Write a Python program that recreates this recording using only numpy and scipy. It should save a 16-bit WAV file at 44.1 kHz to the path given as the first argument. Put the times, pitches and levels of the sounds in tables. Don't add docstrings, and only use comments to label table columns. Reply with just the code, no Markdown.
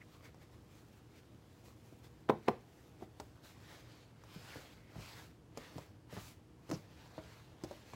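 import sys
import numpy as np
from scipy import signal
from scipy.fft import rfft, irfft, next_fast_len
from scipy.io import wavfile
from scipy.ndimage import uniform_filter1d, map_coordinates

SR = 44100
rng = np.random.default_rng(int(sys.argv[2]) if len(sys.argv) > 2 else 0)


def log_audio(samples):
    frames = np.atleast_2d(samples).T
    limited = np.clip(frames, -1, 1)
    pcm = np.round(limited * 32767).astype(np.int16)
    wavfile.write(sys.argv[1], SR, pcm)


N = 350595

# freq_hz, gain_db
VENT_SPECTRUM = [(15, -38), (25, -3.5), (107, 2.5), (144, -3), (179, -5.5), (316, -6.5), (542, -16),
                 (769, -18), (981, -20.5), (1360, -24.5), (2330, -29.5), (3050, -29.5), (3580, -32.5),
                 (4690, -32.5), (15800, -45)]
# pitch_hz, level_db
HUM_LINES = [(118.5, -68.5), (157, -73.5), (312, -74), (479, -79.5)]
# centre_s, length_s, level_db, start_hz, end_hz
ZIPS = [(0.02, 0.04, -58.5, 2200, 1890), (0.255, .06, -71, 2000, 2680), (4.505, 0.056, -61, 3045, 2420),
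        (4.535, 0.048, -55.5, 2220, 1700), (4.88, 0.3, -75, 2130, 2041), (5.11, 0.3, -64, 4330, 4620),
        (5.18, 0.15, -63, 1960, 1550), (6.742, 0.055, -55, 5870, 5140), (7.644, .025, -60.5, 5190, 4500)]
# peak_s, rise_s, fall_s, swish_db, hiss_db
SLIDES = [(0.14, 0.058, 0.068, -71.5, -76.5), (0.255, 0.027, 0.034, -65, -72),
          (0.43, 0.021, 0.027, -69.5, -77), (0.54, 0.028, 0.026, -75, -82),
          (0.79, 0.1, 0.044, -74.5, -76.5), (0.98, 0.14, .04, -79, -81), (1.18, 0.049, 0.025, -70.5, -79),
          (1.52, 0.062, 0.24, -78, -83), (1.66, 0.016, .06, -71, -70), (1.9, .1, 0.068, -78.5, -78.5),
          (2.05, .02, .03, -69, -72.5), (2.47, 0.054, 0.053, -70.5, -83), (2.78, 0.11, 0.17, -76.5, -80),
          (3.03, 0.038, 0.027, -70.5, -77), (3.22, 0.093, 0.25, -76.5, -80),
          (3.455, 0.021, 0.085, -62.5, -68), (3.75, 0.15, 0.079, -61, -71.5), (3.93, 0.19, .15, -67, -79),
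          (4.35, .08, .07, -65, -74), (4.52, 0.2, .2, -59, -67.5), (5.06, 0.12, 0.11, -59, -68),
          (5.19, 0.12, 0.092, -62.5, -68.5), (5.62, 0.053, .15, -60, -71.5),
          (5.78, 0.045, 0.096, -64, -71.5), (6.135, 0.03, 0.13, -59.5, -66.5),
          (6.269, 0.085, 0.063, -64.5, -63.5), (6.745, 0.076, 0.07, -64, -70), (7.0, 0.18, 0.2, -68.5, -80),
          (7.29, 0.25, 0.24, -65.5, -76), (7.73, 0.11, 0.12, -64, -74), (7.91, 0.06, .15, -63, -73)]
# freq_hz, gain_db
SWISH_SPECTRUM = [(300, -32), (800, 0.5), (1300, 1.5), (2000, 1), (3200, -1.5), (4500, -2), (7000, -11.5),
                  (9000, -17.5), (16000, -38)]
# freq_hz, gain_db
RUB_SPECTRUM = [(80, -14), (250, -5.5), (500, -1), (900, -5), (1600, -10.5), (4000, -16.5), (16000, -49)]
# freq_hz, gain_db
HISS_SPECTRUM = [(1500, -6), (4000, -0.5), (6000, 2), (7700, 2), (8500, -3.5), (11000, -2), (15500, -2.5)]
# start_s, level_db, pitch_hz, decay_cycles, click_db, thump_db
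TAPS = [(0.345, -53.5, 860, 1.2, -55, -66), (1.925, -42.5, 312, 0.49, -60, -52),
        (3.1995, -37.5, 830, 2.3, -34, -56), (4.2375, -54, 950, .9, -47.5, -62),
        (4.361, -39, 170, 0.79, -64, -43), (4.558, -38, 476, 0.81, -66, -42),
        (4.9572, -42, 825, 0.48, -63, -39), (4.982, -40, 140, 0.66, -62, -46),
        (5.574, -36.5, 473, 0.59, -33, -46), (5.758, -39.5, 267, 0.65, -64, -37.5),
        (5.782, -37.5, 674, 0.9, -41, -45), (6.127, -40, 517, .6, -50, -39.5),
        (6.1673, -32.5, 850, 0.67, -48, -35), (6.693, -38, 440, 0.43, -44, -53),
        (6.7002, -36, 387, 1.1, -39.5, -51), (6.7132, -35, 1050, 2.1, -30.5, -53),
        (6.717, -31, 309, 3.3, -46, -37), (6.728, -33, 614, 1.6, -49, -31),
        (7.18, -32.5, 605, 0.75, -64, -40), (7.637, -32.5, 318, 1.24, -35, -46),
        (7.646, -43, 620, 1.8, -44, -60), (7.711, -38, 576, 1.8, -44, -56),
        (7.935, -37.5, 886, 0.9, -48, -42)]
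# freq_hz, gain_db
CLICK_SPECTRUM = [(300, 10.0), (1200, 3.5), (3200, -9.0), (5200, -1.5), (7500, -6.5), (9000, -13.5),
                  (15000, -20.5)]
# pitch_hz, gain_db, t60_s
ROOM_MODES = [(160, -3, 0.28), (209, 4, 0.44), (314, 7, 0.15), (397, -9, 0.14), (434, -14, 0.31),
              (590, 3, 0.42), (710, 5, 0.29), (764, -10, 0.15), (845, -8, 0.25), (966, -10, 0.12),
              (1050, 14, 0.17), (1500, -18, 0.14), (1960, -9, 0.2), (3120, 11, .12)]
# freq_hz, t60_s
ROOM_DECAY = [(100, 0.34), (500, 0.18), (1500, 0.28), (4000, 0.5), (12000, 0.17)]
# freq_hz, gain_db
WALL_SPECTRUM = [(60, 11), (200, -16), (500, 3), (1000, -6), (2000, -7), (3000, -11.5), (8000, -6.5),
                 (16000, 9)]
# taut_s, level_db, pitch_hz, crack_db, slack_s
SNAPS = [(2.2962, -14.5, 440.6, -31, 0.0057), (2.4837, -17, 448, -28, 0.0033),
         (3.0226, -39, 350, -60, 0.011)]
# delay_s, gain_db, pitch_ratio, decay_cycles, crack_gain_db
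SNAP_STAGES = [(0, 1.5, 1.0, 0.97, 5.5), (.0034, 0, 2.12, 1.3, 1), (.0075, -7.5, 0.49, 0.81, -22)]
# freq_hz, gain_db
CRACK_SPECTRUM = [(300, -19), (1000, 6), (1900, 13), (3500, 5.5), (7000, -15.5), (15000, -26)]


def amp(db):
    return 10 ** (np.asarray(db) / 20)


def unit_rms(x):
    return x / np.sqrt(np.mean(x ** 2) + 1e-20)


def log_interp(points, hz):
    knots_hz, values = np.transpose(points)
    return np.interp(np.log(hz + 1), np.log(knots_hz + 1), values)


def wobble(rate_hz):
    knots = rng.standard_normal(int(N * rate_hz / SR) + 4)
    return map_coordinates(knots, [np.arange(N) * rate_hz / SR])


def filtered(x, response):
    size = next_fast_len(len(x) + 8192)
    return irfft(rfft(x, size) * response(np.fft.rfftfreq(size, 1 / SR)), size)[:len(x)]


def coloured(x, spectrum):
    return unit_rms(filtered(x, lambda hz: amp(log_interp(spectrum, hz))))


def add(track, start_s, sound):
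    part = track[max(round(start_s * SR), 0):][:len(sound)]
    part += sound[:len(part)]


def ventilation():
    t = np.arange(N) / SR
    hum = np.zeros(N)
    for hz, db in HUM_LINES:
        peak = np.sqrt(2) * amp(db + 1.65 * wobble(13))
        hum += peak * np.sin(2 * np.pi * hz * t + 0.83 * wobble(9))
    return hum + amp(-60.5) * coloured(rng.standard_normal(N), VENT_SPECTRUM)


def strokes(rows, width_ratio):
    out = np.zeros(N)
    for centre_s, length_s, db, start_hz, end_hz in rows:
        n = int(length_s * SR)
        noise = rng.standard_normal(SR // 2)
        band = unit_rms(filtered(noise, lambda hz: 1 / (1 + (hz / (width_ratio * start_hz)) ** 2)))[:n]
        carrier = np.sqrt(2) * np.sin(2 * np.pi * np.cumsum(np.geomspace(start_hz, end_hz, n)) / SR)
        add(out, centre_s - length_s / 2, amp(db) * np.hanning(n) * band * carrier)
    return out


def slide_levels(held_swish_db=-83, held_hiss_db=-84, laid_down_s=3, settle_db_per_s=40):
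    t = np.arange(N) / SR
    stir_db = 0.5 * wobble(12) - settle_db_per_s * np.maximum(t - laid_down_s, 0)
    swish_power = amp(held_swish_db + stir_db) ** 2
    hiss_power = amp(held_hiss_db + stir_db) ** 2
    for peak_s, rise_s, fall_s, swish_db, hiss_db in SLIDES:
        from_peak = np.abs(t - peak_s) / np.where(t < peak_s, rise_s, fall_s)
        speed = np.exp(-np.minimum(from_peak, 10) ** 1.74)
        swish_power += (amp(swish_db) * speed) ** 2
        hiss_power += (amp(hiss_db) * speed) ** 2
    return 10 * np.log10(swish_power), 10 * np.log10(hiss_power)


def friction(catches_per_s, grain, patchy_db):
    catches = (rng.random(N) < catches_per_s / SR) * rng.standard_normal(N)
    bins = signal.stft(rng.standard_normal(N) + grain * unit_rms(catches), nperseg=512)[2]
    patches = uniform_filter1d(rng.standard_normal(bins.shape), size=5, axis=0)
    patches = uniform_filter1d(patches, size=16, axis=1)
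    return signal.istft(bins * amp(patchy_db * unit_rms(patches)), nperseg=512)[1][:N]


def satin(swish_db, hiss_db):
    flutter = amp(0.98 * wobble(45))
    swish = coloured(friction(catches_per_s=330, grain=0.31, patchy_db=2.2), SWISH_SPECTRUM)
    rub = coloured(friction(catches_per_s=60, grain=0.35, patchy_db=3.5), RUB_SPECTRUM)
    hiss = coloured(friction(catches_per_s=90, grain=0.3, patchy_db=1.0), HISS_SPECTRUM)
    rub_db = 0.55 * swish_db - 29.0
    return flutter * (amp(swish_db) * swish + amp(rub_db) * rub + amp(hiss_db + 3.5) * hiss)


def thread_ticks(hiss_db, rate_per_s=6, base_db=-53, spread_db=2):
    level_db = base_db + (hiss_db - hiss_db.mean()) / 2 + spread_db * rng.uniform(-1, 1, N)
    clicks = (rng.random(N) < rate_per_s / SR) * amp(level_db)
    return filtered(clicks, lambda hz: amp(log_interp(HISS_SPECTRUM, hz)))


def blows(rows, flap_db, flap_t60_s, crack_t60_s, crack_spectrum):
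    out, t = np.zeros(N), np.arange(SR // 8) / SR
    for start_s, db, hz, decay_cycles, crack_db in rows:
        cycles = hz * t
        swing = np.sin(2 * np.pi * cycles) * np.exp(-cycles / decay_cycles) * (1 - np.exp(-cycles / 0.1))
        flap = filtered(rng.standard_normal(len(t)), lambda f: (f / hz) / (1 + (f / (0.69 * hz)) ** 3))
        flap = unit_rms(flap) * amp(flap_db - 60 * t / flap_t60_s) * (1 - np.exp(-cycles))
        crack = coloured(rng.standard_normal(len(t)), crack_spectrum) * amp(-60 * t / crack_t60_s)
        add(out, start_s, amp(db) * (1.34 * swing + flap) + 0.5 * amp(crack_db) * crack)
    return out


def taps(thump_delay_s=0.00618, thump_hz=153, thump_cycles=0.58):
    onsets = [row[:5] for row in TAPS]
    thumps = [(start_s + thump_delay_s, db, thump_hz, thump_cycles, db - 24) for start_s, *_, db in TAPS]
    return blows(onsets + thumps, flap_db=-9.5, flap_t60_s=0.081,
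                 crack_t60_s=0.025, crack_spectrum=CLICK_SPECTRUM)


def room_ring(hits):
    t = np.arange(SR // 2) / SR
    modes = sum(amp(db - 60 * t / t60_s) * np.sin(2 * np.pi * hz * t) for hz, db, t60_s in ROOM_MODES)
    return signal.fftconvolve(hits, modes / np.linalg.norm(modes))[:N]


def room_reflections(hits, early_db=-36, early_t60_s=0.024, tail_db=-36.5, delay_s=0.004):
    out, block = np.zeros(N), SR // 5
    for start in range(0, N, block):
        hz, t, bins = signal.stft(rng.standard_normal(SR // 2), SR, nperseg=256)
        early = amp(early_db - 60 * t / early_t60_s)
        tail = amp(tail_db - 60 * t / log_interp(ROOM_DECAY, hz)[:, None])
        colour = amp(log_interp(WALL_SPECTRUM, hz))[:, None]
        response = signal.istft(bins * (early + tail) * colour, SR, nperseg=256)[1]
        add(out, start / SR + delay_s, signal.fftconvolve(hits[start:start + block], response))
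    return out


def cloth_snaps(whip_s=0.03, low_cut_hz=110):
    whips, jerks = [], []
    for taut_s, db, hz, crack_db, slack_s in SNAPS:
        whips.append((taut_s, whip_s, db - 23.5, hz * 1.178, hz * 2.85))
        jerks.append((taut_s - slack_s, db - 9.5, hz * 2.3, 0.82, db - 20))
        for delay_s, gain_db, ratio, cycles, crack_gain_db in SNAP_STAGES:
            jerks.append((taut_s + delay_s, db + gain_db, hz * ratio, cycles, crack_db + crack_gain_db))
    snaps = blows(jerks, flap_db=-12, flap_t60_s=0.026,
                  crack_t60_s=0.0075, crack_spectrum=CRACK_SPECTRUM)
    return strokes(whips, width_ratio=1.0) + filtered(snaps, lambda hz: 1j * hz / (1j * hz + low_cut_hz))


def scene():
    swish_db, hiss_db = slide_levels()
    hits = cloth_snaps() + taps() + thread_ticks(hiss_db)
    reflections = room_reflections(hits)
    rubbing = satin(swish_db, hiss_db) + strokes(ZIPS, width_ratio=0.14)
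    return hits + amp(-30.5) * room_ring(hits) + reflections + rubbing + ventilation()


def record(dry):
    low_cut_hz, top_hz = 55, 15850
    low_cut = signal.butter(4, low_cut_hz, "highpass", fs=SR, output="sos")
    return filtered(signal.sosfilt(low_cut, np.ravel(dry)), lambda hz: hz < top_hz)[None]


dry = scene()
out = record(dry)
log_audio(out)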